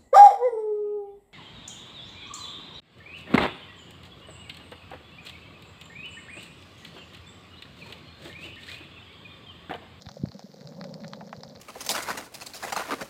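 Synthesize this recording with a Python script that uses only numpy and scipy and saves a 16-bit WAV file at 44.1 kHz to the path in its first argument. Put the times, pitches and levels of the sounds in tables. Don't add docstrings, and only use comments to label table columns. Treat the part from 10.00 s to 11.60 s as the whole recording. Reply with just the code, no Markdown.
import sys
import numpy as np
from scipy import signal
from scipy.io import wavfile
from scipy.ndimage import uniform_filter1d

SR = 44100
rng = np.random.default_rng(int(sys.argv[2]) if len(sys.argv) > 2 else 0)


def file_out(sig):
    cols = np.atleast_2d(sig).T
    lim = np.clip(cols, -1, 1)
    pcm = np.round(lim * 32767).astype(np.int16)
    wavfile.write(sys.argv[1], SR, pcm)


def rack_gain(trim_db):
    fader = np.asarray(trim_db, float)
    return 10 ** (fader / 20)


N = 70560

ECHO_S = 0.001598


def rms_one(x):
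    return x / np.sqrt(np.mean(x ** 2) + 1e-20)


def peak_one(x):
    return x / np.abs(x).max()


def cut(x, hz, kind, order=3):
    return signal.sosfilt(signal.butter(order, hz, kind, fs=SR, output="sos"), x)


def drift(rate_hz):
    r = np.exp(-2 * np.pi * rate_hz / SR)
    white = rng.standard_normal(N + SR)
    return rms_one(signal.lfilter([1], [1, -2 * r, r * r], white)[SR:])


def grains(rate_per_s, spread_db):
    sizes = rack_gain(spread_db * np.minimum(rng.exponential(1, N), 4.0)) * rng.choice([-1, 1], N)
    return sizes * (rng.random(N) < rate_per_s / SR)


def resonate(x, peaks):
    out = 0
    for k, (hz, width, db) in enumerate(peaks):
        r = np.exp(-np.pi * 1.5 * width / SR)
        b = np.array([1, 0, -1]) * (1 - r * r) / 2
        a = [1, -2 * r * np.cos(2 * np.pi * hz / SR), r * r]
        once = signal.lfilter(b, a, x + 1e-18)
        out = out + (-1) ** k * rack_gain(db) * signal.lfilter(b, a, once)
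    return out


def shell_ring(x):
    # (frequency [Hz], width [Hz], level [dB])
    shell_modes = [(720, 230, 8.3), (1190, 523, 2.7), (1510, 374, 6.3), (2030, 680, 1.33)]
    return cut(resonate(x, shell_modes), 2500, "low")


def port_ring(x, hz):
    port_mode = [(hz, 1470, 0)]
    return resonate(resonate(x, port_mode), port_mode)


def edge_ring(x):
    # (frequency [Hz], width [Hz], level [dB])
    edge_modes = [(5960, 1900, 17), (7510, 2700, 0)]
    return resonate(resonate(x, edge_modes), edge_modes)


def reef_paths():
    scatter_db, scatter_t60_s, scatters_per_s = -17.5, 0.055, 2500
    t = np.arange(SR // 10) / SR
    paths = rng.standard_normal(len(t)) * (rng.random(len(t)) < scatters_per_s / SR)
    paths = paths * rack_gain(scatter_db - 60 * t / scatter_t60_s) * (t > ECHO_S)
    paths[0] = 1
    bounce_s = rng.uniform(0.00025, 0.0008)
    paths[int(bounce_s * SR)] = rack_gain(-6) * rng.choice([-1, 1])
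    paths[int(ECHO_S * SR)] = rack_gain(-19.5)
    return paths


def near_shrimp():
    # (time [s], shell level [dB], port level [dB], rim level [dB], port pitch [Hz])
    early_snaps = [(0.0145, -54, -42.5, -54, 3900), (0.0211, -49.5, -34, -37.5, 4300),
                   (0.060, -48, -41, -64, 3900), (0.0657, -39, -38, -59.0, 3750),
                   (0.0879, -35.5, -32.5, -49, 4000), (0.092, -38.5, -36.5, -58, 5440),
                   (0.1159, -48.5, -37.5, -44, 3860), (0.1422, -52, -45, -49, 5200),
                   (0.1605, -76, -44, -49, 4700), (0.2255, -76, -63, -63, 4660),
                   (0.2567, -42, -44.5, -64, 4070), (0.2624, -73, -48, -50, 5170),
                   (0.2864, -46.5, -39.5, -62, 4300), (0.3174, -45, -36.5, -66, 4070),
                   (0.3446, -55, -45, -54, 3900), (0.3933, -41.5, -33.5, -39, 4430),
                   (0.4035, -46.0, -48, -53, 4740), (0.426, -59, -59, -60.0, 4800),
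                   (0.4303, -73, -43.0, -51, 4300), (0.5165, -50.5, -43.5, -56, 4070)]
    # (time [s], shell level [dB], port level [dB], rim level [dB], port pitch [Hz])
    middle_snaps = [(0.5419, -52, -43.5, -47.5, 4850), (0.6097, -44.5, -44, -51, 3800),
                    (0.6172, -50, -44.5, -54, 4460), (0.6729, -44.5, -33, -46, 4410),
                    (0.689, -69, -47, -46, 4600), (0.722, -48.5, -59, -55, 5000),
                    (0.8122, -32.5, -33.5, -61, 4330), (0.8414, -32.5, -32, -39.5, 4570),
                    (0.8454, -55, -40, -64.0, 4130), (0.8503, -48, -52, -71, 3900),
                    (0.8925, -48, -45, -59, 4080), (0.936, -50, -53, -62, 4100),
                    (0.9409, -41.5, -31, -40.5, 4440), (1.004, -46, -46.5, -60, 4400),
                    (1.0192, -54, -46, -59, 4340), (1.0365, -40, -43, -64.0, 4000),
                    (1.0442, -33, -45, -55, 3830), (1.047, -41.5, -38.5, -58, 3660),
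                    (1.08, -48, -35, -36, 4450), (1.1178, -55, -62, -60, 4750)]
    # (time [s], shell level [dB], port level [dB], rim level [dB], port pitch [Hz])
    late_snaps = [(1.1341, -30.5, -28.5, -43, 3600), (1.136, -47, -39, -56, 4230),
                  (1.158, -53, -46, -57, 4150), (1.214, -44, -65, -70, 4500), (1.2741, -51, -58, -52, 4350),
                  (1.293, -44.5, -46, -53, 3900), (1.3286, -39.5, -62, -49.5, 3240),
                  (1.335, -41.5, -57, -55, 4540), (1.3648, -48, -40.5, -51, 4300),
                  (1.4072, -50, -43, -52, 3680), (1.434, -38, -27.5, -41, 4660),
                  (1.4483, -49.5, -62, -49, 5500), (1.4788, -54.0, -40.5, -65.0, 4100),
                  (1.4899, -58, -52, -50, 5700), (1.4975, -59, -42.0, -62.0, 4340),
                  (1.507, -55, -45, -60, 4300), (1.5519, -44.5, -47, -52, 5350),
                  (1.5563, -49, -41.5, -64.0, 4000), (1.561, -44.5, -39, -62.0, 3980),
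                  (1.5732, -45.5, -46, -52, 4440)]
    lead_s, lead_db = 0.00157, -17.5
    out = np.zeros(N + SR)
    click = np.arange(SR // 40) == 0
    shell = peak_one(shell_ring(click))
    edge = peak_one(edge_ring(click)) + rack_gain(-5) * cut(click, 9000, "high")
    for s, shell_db, port_db, edge_db, hz in early_snaps + middle_snaps + late_snaps:
        port = peak_one(port_ring(click, hz))
        ring = rack_gain(shell_db) * shell + rack_gain(port_db) * port + rack_gain(edge_db) * edge
        snap = signal.fftconvolve(ring, reef_paths())
        start, jet = int(s * SR), int((s - lead_s) * SR)
        out[start:start + len(snap)] -= snap
        out[jet:jet + len(port)] += rack_gain(port_db + lead_db) * port
    return out[:N]


def pops():
    # (time [s], peak level [dB], first pitch [Hz], last pitch [Hz], decay time [s])
    pop_events = [
        (.0654, -41, 2400, 1000, .0012),
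        (1.1341, -32, 2600, 900, .002),
        (1.2092, -33, 2200, 1100, .0015),
        (1.2103, -33, 1500, 800, .002),
        (1.3287, -25, 2900, 760, .002),
        (1.3317, -38, 1900, 1300, .003),
    ]
    fall_s, rise_s = 0.00034, 0.00016
    out, t = np.zeros(N + SR), np.arange(SR // 40) / SR
    for s, db, first_hz, last_hz, dying_s in pop_events:
        cycles = last_hz * t + (first_hz - last_hz) * fall_s * (1 - np.exp(-t / fall_s))
        pop = (1 - np.exp(-t / rise_s)) * np.exp(-t / dying_s) * np.sin(2 * np.pi * cycles)
        paths = reef_paths()
        paths[1:int(ECHO_S * SR)] = 0
        pop = signal.fftconvolve(pop, paths)
        start = int(s * SR)
        out[start:start + len(pop)] += rack_gain(db) * pop
    return out[:N]


def swelling_tones(events):
    sag_per_cycle = 0.025
    out, t = np.zeros(N + SR), np.arange(SR // 10) / SR
    for s, db, hz, swell in events:
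        u = t * hz / swell
        cycles = np.log1p(sag_per_cycle * u / swell) / sag_per_cycle * swell ** 2
        tone = u * np.exp(1 - u) * np.sin(2 * np.pi * cycles)
        start = int(s * SR)
        out[start:start + len(t)] -= rack_gain(db) * cut(tone, 2.6 * hz, "low", order=2)
    return out[:N]


def water_knocks():
    # (time [s], peak level [dB], pitch [Hz], swell [cycles])
    knock_events = [(0.0655, -29.5, 98, 0.28), (0.107, -43, 150, 0.9), (.168, -33, 570, 1.2),
                    (0.193, -36.5, 168, 1.07), (.214, -35, 150, 0.88), (0.2357, -14, 198, 0.35),
                    (0.25, -36, 620, 0.86), (.256, -37, 173, 0.7), (.270, -31, 140, 0.3),
                    (.290, -33.5, 140, 0.22), (.347, -37, 205, 1.43), (0.4394, -36, 208, 1.13),
                    (.462, -47, 623, 1.6), (.494, -44, 208, 0.89), (0.542, -43, 474, 0.97),
                    (0.647, -37, 158.7, 0.83), (.745, -44.5, 560, 3.4), (.851, -34.5, 560, 3.4),
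                    (.903, -40.5, 560, 2.3), (1.014, -35.5, 215, 1.85), (1.045, -35, 188, 1.25),
                    (1.140, -41, 205, 1.5), (1.2137, -35, 755, 1), (1.227, -42, 150, 0.22),
                    (1.333, -39, 734, 1.25), (1.374, -38, 136, 0.47), (1.466, -45, 102, 0.32),
                    (1.554, -44, 101, 0.5)]
    return swelling_tones(knock_events)


def small_bubbles():
    # (time [s], peak level [dB], pitch [Hz], swell [cycles])
    bubble_events = [(.055, -50, 760, 2.8), (.096, -52.5, 595, 1.2), (.111, -48.5, 762, 2.45),
                     (.293, -48.5, 450, 1.3), (.318, -44, 800, 0.99), (.346, -42, 528, 1.6),
                     (.357, -47, 560, 1.5), (.3935, -36.5, 790, 0.66), (.397, -49, 526, 1.2),
                     (.425, -42.5, 720, 0.61), (.539, -50.5, 750, 1.7), (.328, -54, 774, 0.91),
                     (.441, -47, 442, 1.1), (.490, -47, 487, 1.2), (.589, -45, 516, 1.8),
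                     (.628, -46, 450, 1.15), (.672, -52, 626, 0.88), (.993, -42.5, 580, 2.3),
                     (1.107, -47.5, 560, 2.8), (1.223, -41, 760, 1.5), (1.4346, -32.5, 800, 0.73)]
    return swelling_tones(bubble_events)


def surge_hum():
    # (time [s], low hum level [dB], upper hum level [dB])
    surge_levels = [
        (0, -56, -63.5),
        (.22, -55.5, -64),
        (.47, -63.5, -68.5),
        (.62, -52, -59),
        (.8, -43.5, -51.5),
        (1.06, -47, -53),
        (1.25, -49.5, -55.5),
        (1.6, -53.5, -57),
    ]
    # (frequency [Hz], width [Hz], level [dB])
    low_modes = [(150, 27, 0), (205, 50.3, 4), (117, 146, -13)]
    # (frequency [Hz], width [Hz], level [dB])
    upper_modes = [(560, 36.4, 3), (624, 76, -9.5), (800, 265, -16), (470.3, 96, -5)]
    trims = [1.5, 4]
    even_s, even_share = 0.04, 0.7
    s, *levels = np.transpose(surge_levels)
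    out = 0
    for modes, db, trim_db in zip([low_modes, upper_modes], levels, trims):
        eddies = grains(900, 1.8) * rack_gain(4 * drift(38.6))
        ring = resonate(eddies, modes)
        ring = ring / uniform_filter1d(ring ** 2, int(even_s * SR)) ** (even_share / 2)
        out = out + rack_gain(np.interp(np.arange(N) / SR, s, db) + trim_db) * rms_one(ring)
    return out


def far_shrimp():
    far_levels = [-68.5, -64, -73.5]
    port_pitches_hz = [3900, 4300, 4700, 5430]
    far = grains(1000, 3.3)
    dealt = rng.integers(0, len(port_pitches_hz), N)
    shell, port, edge = far * rack_gain(-0.5 * rng.standard_normal((3, N)))
    port = sum(port_ring(port * (dealt == k), hz) for k, hz in enumerate(port_pitches_hz))
    rings = [shell_ring(shell), port, edge_ring(edge)]
    return sum(rack_gain(db) * rms_one(x) for db, x in zip(far_levels, rings))


def water_noise():
    # (frequency [Hz], density [dB per Hz])
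    spectrum = [(22, -20), (50, -42), (195, -2.5), (315, -11.5), (520, -23), (2900, -32.5), (4500, -22.5),
                (9000, -44)]
    out, edges = 0, 22 * 2 ** np.arange(0, 9.1, .5)
    white = rng.standard_normal((2, N + SR))
    hz, db = np.transpose(spectrum)
    for k, (low, high) in enumerate(zip(edges, edges[1:])):
        band = cut(white[k % 2], [low, high], "band", order=2)[SR:]
        out = out + rack_gain(np.interp(np.log(low * high) / 2, np.log(hz), db)) * band
    return rack_gain(-62) * rms_one(out)


def preamp_hiss(shape):
    hiss = cut(rng.standard_normal(shape), 15500, "high", order=2)
    return rack_gain(-69.5) * rms_one(hiss)


def scene():
    pushes = cut(water_knocks() + small_bubbles(), 82, "high")
    return (near_shrimp() + pops() + pushes + surge_hum() + far_shrimp() + water_noise())[None]


def roll_off(x):
    return signal.sosfilt(signal.butter(12, 16190, fs=SR, output="sos"), x)


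def record(dry):
    x = dry + preamp_hiss(dry.shape)
    x = signal.sosfilt(signal.cheby2(20, 30, 15310, fs=SR, output="sos"), x)
    return roll_off(x)


dry = scene()
out = record(dry)
file_out(out)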